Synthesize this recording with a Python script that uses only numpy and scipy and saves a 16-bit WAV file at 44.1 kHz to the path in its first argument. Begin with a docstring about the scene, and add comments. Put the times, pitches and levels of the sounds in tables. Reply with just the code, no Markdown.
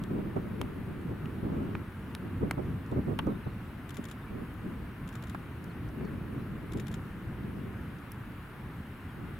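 """Sea otter feeding on calm water.

Shell cracks in sharp dry clicks (snap, knock, ring) and small pieces tick. A still camera close by
fires three bursts of two frames, its mirror ringing the body. Gusts buffet the microphone and distant
shorebirds peep, over a low rumble and the soft wash of far ripples."""
import sys
import numpy as np
from scipy import signal
from scipy.fft import rfft, irfft, next_fast_len
from scipy.io import wavfile
from scipy.ndimage import uniform_filter1d, map_coordinates

SR = 44100
rng = np.random.default_rng(int(sys.argv[2]) if len(sys.argv) > 2 else 0)


def master_out(mix):
    """Clip the mix to full scale and print it as 16-bit PCM to the path in sys.argv[1]."""
    frames = np.transpose(np.atleast_2d(mix))
    ceiling = np.clip(frames, -1, 1)
    pcm = np.round(ceiling * 32767).astype(np.int16)
    wavfile.write(sys.argv[1], SR, pcm)


N = 414099

# Shell fractures. 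Each row: start in seconds, knock in dB and Hz, ring in dB and Hz, snap in dB,
# pan (L-R) in dB, splinters in dB relative to the push, splinter T60 in seconds.
SHELL_CRACKS = [(0.6143, -11, 1020, -15.5, 2950, -19, 1, 2, 0.023),
                (1.2575, -32, 1700, -27, 2770, -44, 1.5, -9, .02),
                (1.7522, -12.5, 1310, -20, 2360, -42, -1, -4, 0.028),
                (2.1504, -23, 1000, -21.5, 3960, -19.5, 0, -16, 0.017),
                (2.5107, -6.5, 1250, -15.5, 2000, -14.5, 0.5, -5, 0.024),
                (3.1891, -4.5, 1080, -10, 2900, -22, -1, 12, .034),
                (5.3469, -11, 1040, -24, 1570, -33, 3, 7, .036)]
# Short high ticks: shell pieces, and at 6.05 s the sharp edge of a bird's peep.
# Each row: start in seconds, level in dB, pitch in Hz, overtone level in dB.
HIGH_TICKS = [(.038, -29, 3350, -33.5), (1.258, -47, 6600, -60), (2.863, -44, 6200, -55),
              (2.916, -36.5, 3680, -46), (3.269, -41, 6000, -47), (4.540, -56, 6000, -38),
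              (5.642, -38, 5600, -35), (5.889, -41, 6000, -52), (6.051, -43, 5900, -60),
              (7.986, -45, 5700, -60), (8.1192, -36, 5250, -25)]

# Camera button presses. Each row: start in seconds, level in dB.
CAMERA_BURSTS = [(3.8905, -19), (5.0747, -22.5), (6.7189, -19)]
# Frames of a burst. Each row: delay in seconds, mirror-up time in seconds.
BURST_FRAMES = [(0, .0778), (.148, .0726)]
# Mirror contacts. Each row: offset from the swing in seconds, relative level in dB, T60 in seconds.
MIRROR_UP = [(.001, -7.5, .02), (.004, -5.5, 0.012), (.015, -3, .018), (.018, -10, 0.027)]
MIRROR_DOWN = [(-.025, -5.5, 0.064), (-.012, -11, .015), (.001, -1, 0.023), (.0035, -3, .022),
               (.011, -11, 0.075)]
# Camera body resonances. Each row: centre in Hz, width in Hz, gain in dB.
BODY_MODES = [(1530, 500, 8), (3580, 710, 4), (5400, 1200, -3.5), (7230, 640, 0.5), (9000, 1800, -6.5),
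              (11400, 1300, -4.5), (14300, 1600, -12)]

# Gusts. Each row: start in seconds, level in dB, pan (L-R) in dB, time until release in seconds.
WIND_GUSTS = [(0.098, -38.5, 0, 0.1), (.358, -28, -1.5, 0.017), (1.083, -45, 1, .05),
              (1.424, -39, -3, .115), (1.595, -43.5, 2, 0.036), (2.217, -42, -3, 0.047),
              (2.404, -37, -5, 0.065), (2.424, -29.5, 2, 0.0085), (2.57, -30, -3, .025),
              (2.914, -27.5, 0.5, .017), (2.956, -30.5, -0.5, 0.043), (3.067, -33.5, -3, 0.067),
              (3.263, -29, -5, 0.0085), (3.272, -36.5, -3, .05), (3.457, -32, -2, 0.015),
              (3.982, -32, 0, 0.011), (4.3, -39.5, -1, 0.13), (4.636, -44, 0, .05), (5.342, -52, 2, 0.15),
              (5.974, -47, 3, 0.084), (6.338, -45, 3, 0.034), (6.742, -34.5, 1, .03),
              (9.162, -45.5, 1, 0.15)]
# Slow envelopes. Each row: time in seconds, level in dB.
BREEZE_LEVEL = [(0, -38.5), (.6, -38.5), (1.3, -40), (1.68, -35.5), (1.9, -50), (2.15, -47.5),
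                (2.65, -39.5), (2.85, -47.5), (3.27, -38.5), (3.6, -50), (4.2, -59), (4.76, -42),
                (5.15, -61), (6.05, -41), (7.15, -49.5), (7.5, -41.5), (8.3, -56), (9.39, -56)]
RUMBLE_LEVEL = [(0, -45), (1.2, -42.5), (2.0, -40), (2.45, -39), (3.3, -40), (3.7, -43), (4.4, -42),
                (5.1, -43), (6.1, -39), (6.95, -38), (8.4, -44), (9.39, -42)]
# Bird phrases. Each row: start in seconds, level in dB, pitch in Hz, glide in Hz,
# note length in seconds, note count.
BIRD_PHRASES = [(3.295, -66.5, 3720, -500, .038, 2), (3.432, -68, 4020, -700, .03, 3),
                (4.21, -65, 3600, -400, .035, 1), (4.26, -58, 2315, -70, .055, 1),
                (5.695, -66, 4280, -150, .028, 1), (6.04, -67, 4400, -100, .03, 1),
                (6.38, -70.5, 3980, 250, .05, 1), (8.685, -69, 3850, 400, .035, 1),
                (9.08, -64, 3200, -300, .05, 1)]

# Spectral shapes. 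Each row: frequency in Hz, relative density in dB.
SNAP_SPECTRUM = [(600, -19), (2000, 12.5), (3800, -2), (5200, 1.5), (7500, -3.5), (9500, 2), (12000, 1),
                 (14000, -9), (16000, -11)]
BUFFET_SPECTRUM = [(20, -12), (50, -10), (110, -2), (190, 1.5), (290, -3.5), (400, -7.5), (550, -22),
                   (800, -33.5), (1500, -84)]
FLUTTER_SPECTRUM = [(80, -30), (250, 3), (400, -0.5), (600, -2), (900, -10), (1300, -14), (2000, -34),
                    (3000, -40), (6000, -67)]
RUMBLE_SPECTRUM = [(15, -33), (28, -21), (42, -5), (70, -2), (100, 0.5), (150, -2), (220, -6), (320, -11),
                   (500, -22.5), (800, -33.5), (2000, -78)]
WASH_SPECTRUM = [(200, 3), (500, -6.5), (750, -2.5), (1050, 1), (1450, 1.5), (2000, -3.5), (2550, -8),
                 (2800, -8.5), (3300, -14), (4200, -20.5), (6000, -36), (12000, -71)]
HISS_SPECTRUM = [(1000, -5.5), (5000, -7), (7000, -9.5), (9000, -5.5), (11500, -1.5), (14000, -1.5),
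                 (16000, -3)]
# Stereo likeness. Each row: frequency in Hz, left-right correlation from -1 to 1.
WIND_CORRELATION = [(60, 0.64), (150, 0.88), (280, 0.75), (450, 0.32), (800, -0.56)]
SEA_CORRELATION = [(100, 0.99), (700, 1), (1300, 0.78), (2000, 0.66), (3500, 0.14)]


def shell_cracks():
    """Each fracture gives a damped knock, a brief hard ring and a bright snap."""
    out = np.zeros((2, N))
    for start_s, knock_db, knock_hz, ring_db, ring_hz, snap_db, pan_db, splinter_db, t60_s in SHELL_CRACKS:
        force = contact(splinter_db, t60_s, spread=0.74)
        knock = amp(knock_db) * struck_mode(force, knock_hz, width_hz=0.73 * knock_hz)
        ring = amp(ring_db) * struck_mode(force, ring_hz, width_hz=0.11 * ring_hz)
        add(out, start_s, knock + ring, pan_db)
        snap_force = contact(splinter_db + 13, 0.5 * t60_s, spread=0.28)
        snap = signal.fftconvolve(snap_force, impulse(SNAP_SPECTRUM), axes=1)
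        add(out, start_s, amp(snap_db) * snap, pan_db)
    return out


def high_ticks(faint_count=9, faint_db=-49, scatter_db=2.5, centre_hz=6200):
    """Ticks with an overtone (shell pieces, one edge of a bird's peep), plus faint chips at random."""
    out = np.zeros((2, N))
    for start_s, db, hz, overtone_db in HIGH_TICKS:
        add(out, start_s, amp(db) * tick(hz) + amp(overtone_db) * tick(2.23 * hz), pan_db=1.0)
    for when, size, pitch in rng.random((faint_count, 3)):
        db = faint_db + scatter_db * (2 * size - 1)
        hz = centre_hz * 2 ** (pitch - 0.5)
        add(out, when * (N - 1) / SR, amp(db) * tick(hz), pan_db=1.5)
    return out


def tick(hz):
    """One short, high resonance; left energy 1."""
    force = contact(trail_db=4.8, t60_s=0.013, spread=0.39)
    ring = filtered(force, resonances([(hz, 0.2 * hz, 0)]))
    return ring / np.linalg.norm(ring[0])


def camera():
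    """Each frame, the mirror swings up and falls back; its contacts ring the body, left of centre."""
    blows = np.zeros((2, N))
    for press_s, burst_db in CAMERA_BURSTS:
        for delay_s, up_s in BURST_FRAMES:
            frame_s = press_s + delay_s
            for swing_s, contacts in (frame_s, MIRROR_UP), (frame_s + up_s, MIRROR_DOWN):
                for offset_s, contact_db, t60_s in contacts:
                    force = contact(trail_db=7.9, t60_s=t60_s, spread=0.56)
                    add(blows, swing_s + offset_s, amp(burst_db + contact_db) * force, pan_db=6.5)
    return filtered(blows, resonances(BODY_MODES))


def wind(attack_s=0.0086, release_s=0.011, flutter_db=-46.5, strong_db=-34.5):
    """Turbulence at two microphone ports: gusts ride the breeze; stronger wind flutters brighter."""
    breeze_db = envelope(BREEZE_LEVEL) + 1.33 * wobble(30)
    per_port_db = 1.4 * np.array([wobble(17), wobble(14)])
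    strength = amp(breeze_db + per_port_db)
    t = np.arange(SR // 3) / SR
    for start_s, db, pan_db, hold_s in WIND_GUSTS:
        gust = np.minimum(t / attack_s, 1) * np.exp(-np.maximum(t - hold_s, 0) / release_s)
        add(strength, start_s, amp(db) * gust, pan_db)
    buffet = strength * noise(BUFFET_SPECTRUM, WIND_CORRELATION, patchy_db=1.16)
    flutter_gain = amp(flutter_db) * (strength / amp(strong_db)) ** 1.64
    flutter = flutter_gain * noise(FLUTTER_SPECTRUM, WIND_CORRELATION, patchy_db=1.0)
    return buffet + panned(flutter, pan_db=-3)


def shorebirds(waver=0.022):
    """Short, wavering whistles; the glide reverses from note to note."""
    out = np.zeros((2, N))
    for start_s, db, pitch_hz, glide_hz, note_s, notes in BIRD_PHRASES:
        progress = np.linspace(0, 1, int(note_s * SR))
        arch = np.sqrt(np.abs(np.sin(np.pi * progress)))
        for k in range(notes):
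            hz = pitch_hz + (-1) ** k * glide_hz * (progress - 0.5)
            hz *= 1 + waver * wobble(600, size=len(progress))
            whistle = arch * np.sin(2 * np.pi * np.cumsum(hz) / SR)
            add(out, start_s + k * note_s, amp(db) * whistle, pan_db=0)
    return out


def sea(wash_db=-51, hiss_db=-65.5):
    """Slowly swelling rumble, wash of far ripples and thin steady hiss."""
    rumble_gain = amp(envelope(RUMBLE_LEVEL) + 0.25 * wobble(7.6))
    rumble = rumble_gain * noise(RUMBLE_SPECTRUM, SEA_CORRELATION, patchy_db=1.5)
    wash = amp(wash_db + 0.17 * wobble(10)) * noise(WASH_SPECTRUM, SEA_CORRELATION, patchy_db=0.74)
    hiss_correlation = [(5000, 0.58), (9000, 0.95), (14000, 0.13)]
    hiss = amp(hiss_db) * noise(HISS_SPECTRUM, hiss_correlation, patchy_db=1.5)
    return rumble + panned(wash, pan_db=1.6) + hiss


def contact(trail_db, t60_s, spread):
    """Sharp push trailed by dying micro-contacts, spread in stereo; left energy 1."""
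    t = np.arange(SR // 10) / SR
    mid, side = rng.standard_normal((2, len(t))) * amp(-60 * t / t60_s)
    force = np.array([mid + spread * side, mid - spread * side])
    force *= amp(trail_db) / np.linalg.norm(force[0])
    force[:, 0] += 1
    return force / np.linalg.norm(force[0])


def struck_mode(force, hz, width_hz):
    """Damped resonance, low-passed just above its pitch; mean channel energy 1."""
    mode = resonances([(hz, width_hz, 0)])
    edge_hz = 1.07 * hz + width_hz
    lowpass = lambda f: (1 + 1j * np.sqrt(2) * f / edge_hz - (f / edge_hz) ** 2) ** -2
    ring = filtered(force, lambda f: mode(f) * lowpass(f))
    return ring / np.sqrt(np.sum(ring ** 2) / 2)


def resonances(modes):
    """Causal response of band-pass modes, summed with alternating sign."""
    return lambda f: sum((-1) ** k * amp(db) * 1j * f * width_hz / (hz * hz - f * f + 1j * f * width_hz)
                         for k, (hz, width_hz, db) in enumerate(modes))


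def impulse(spectrum, size=1024):
    """Minimum-phase pulse with this spectrum; energy 1."""
    magnitude = amp(at_hz(spectrum, np.fft.rfftfreq(size, 1 / SR)))
    cepstrum = irfft(np.log(magnitude))
    cepstrum[1:size // 2] *= 2
    cepstrum[size // 2 + 1:] = 0
    pulse = irfft(np.exp(rfft(cepstrum)))
    return pulse[None] / np.linalg.norm(pulse)


def noise(spectrum, correlation, patchy_db):
    """Shaped stereo noise with random gain patches in time and frequency; rms 1."""
    bins = signal.stft(rng.standard_normal((2, N)), nperseg=512)[2]
    patches = uniform_filter1d(rng.standard_normal(bins.shape[1:]), size=6, axis=0)
    patches = uniform_filter1d(patches, size=14, axis=1)
    pair = signal.istft(bins * amp(patchy_db * unit_rms(patches)), nperseg=512)[1][:, :N]
    angle = lambda hz: np.arccos(np.clip(at_hz(correlation, hz), -1, 1)) / 2
    response = lambda hz: amp(at_hz(spectrum, hz)) * [np.cos(angle(hz)), np.sin(angle(hz))]
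    mid, side = filtered(pair, response)
    return unit_rms(np.array([mid + side, mid - side]))


def filtered(x, response):
    """Apply a complex frequency response by zero-padded FFT."""
    size = x.shape[-1]
    padded = next_fast_len(size + 8192)
    return irfft(rfft(x, padded) * response(np.fft.rfftfreq(padded, 1 / SR)), padded)[..., :size]


def wobble(rate_hz, size=N):
    """Smooth random curve with knots at rate_hz."""
    knots = rng.standard_normal(int(size * rate_hz / SR) + 4)
    return map_coordinates(knots, [np.arange(size) * rate_hz / SR])


def envelope(points):
    """Interpolate (seconds, dB) points to dB per sample."""
    times_s, levels_db = np.transpose(points)
    return np.interp(np.arange(N) / SR, times_s, levels_db)


def at_hz(points, hz):
    """Interpolate (Hz, value) points on a log axis."""
    knots_hz, values = np.transpose(points)
    return np.interp(np.log(hz + 1), np.log(knots_hz + 1), values)


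def add(track, start_s, sound, pan_db):
    """Pan a sound and mix it into the track."""
    start = max(round(start_s * SR), 0)
    sound = panned(sound, pan_db)[:, :N - start]
    track[:, start:start + sound.shape[1]] += sound


def panned(sound, pan_db):
    """Tilt left over right by pan_db."""
    return sound * amp([[pan_db / 2], [-pan_db / 2]])


def amp(db):
    """Decibels to gain."""
    return 10 ** (np.asarray(db) / 20)


def unit_rms(x):
    """Scale to rms 1."""
    return x / np.sqrt(np.mean(x ** 2) + 1e-20)


def scene():
    """All sources in the open, no echo."""
    return sea() + wind() + shell_cracks() + high_ticks() + shorebirds() + camera()


def record(dry, cutoff_hz=15850):
    """Brick-wall low-pass."""
    return filtered(dry, lambda hz: hz < cutoff_hz)


dry = scene()
out = record(dry)
master_out(out)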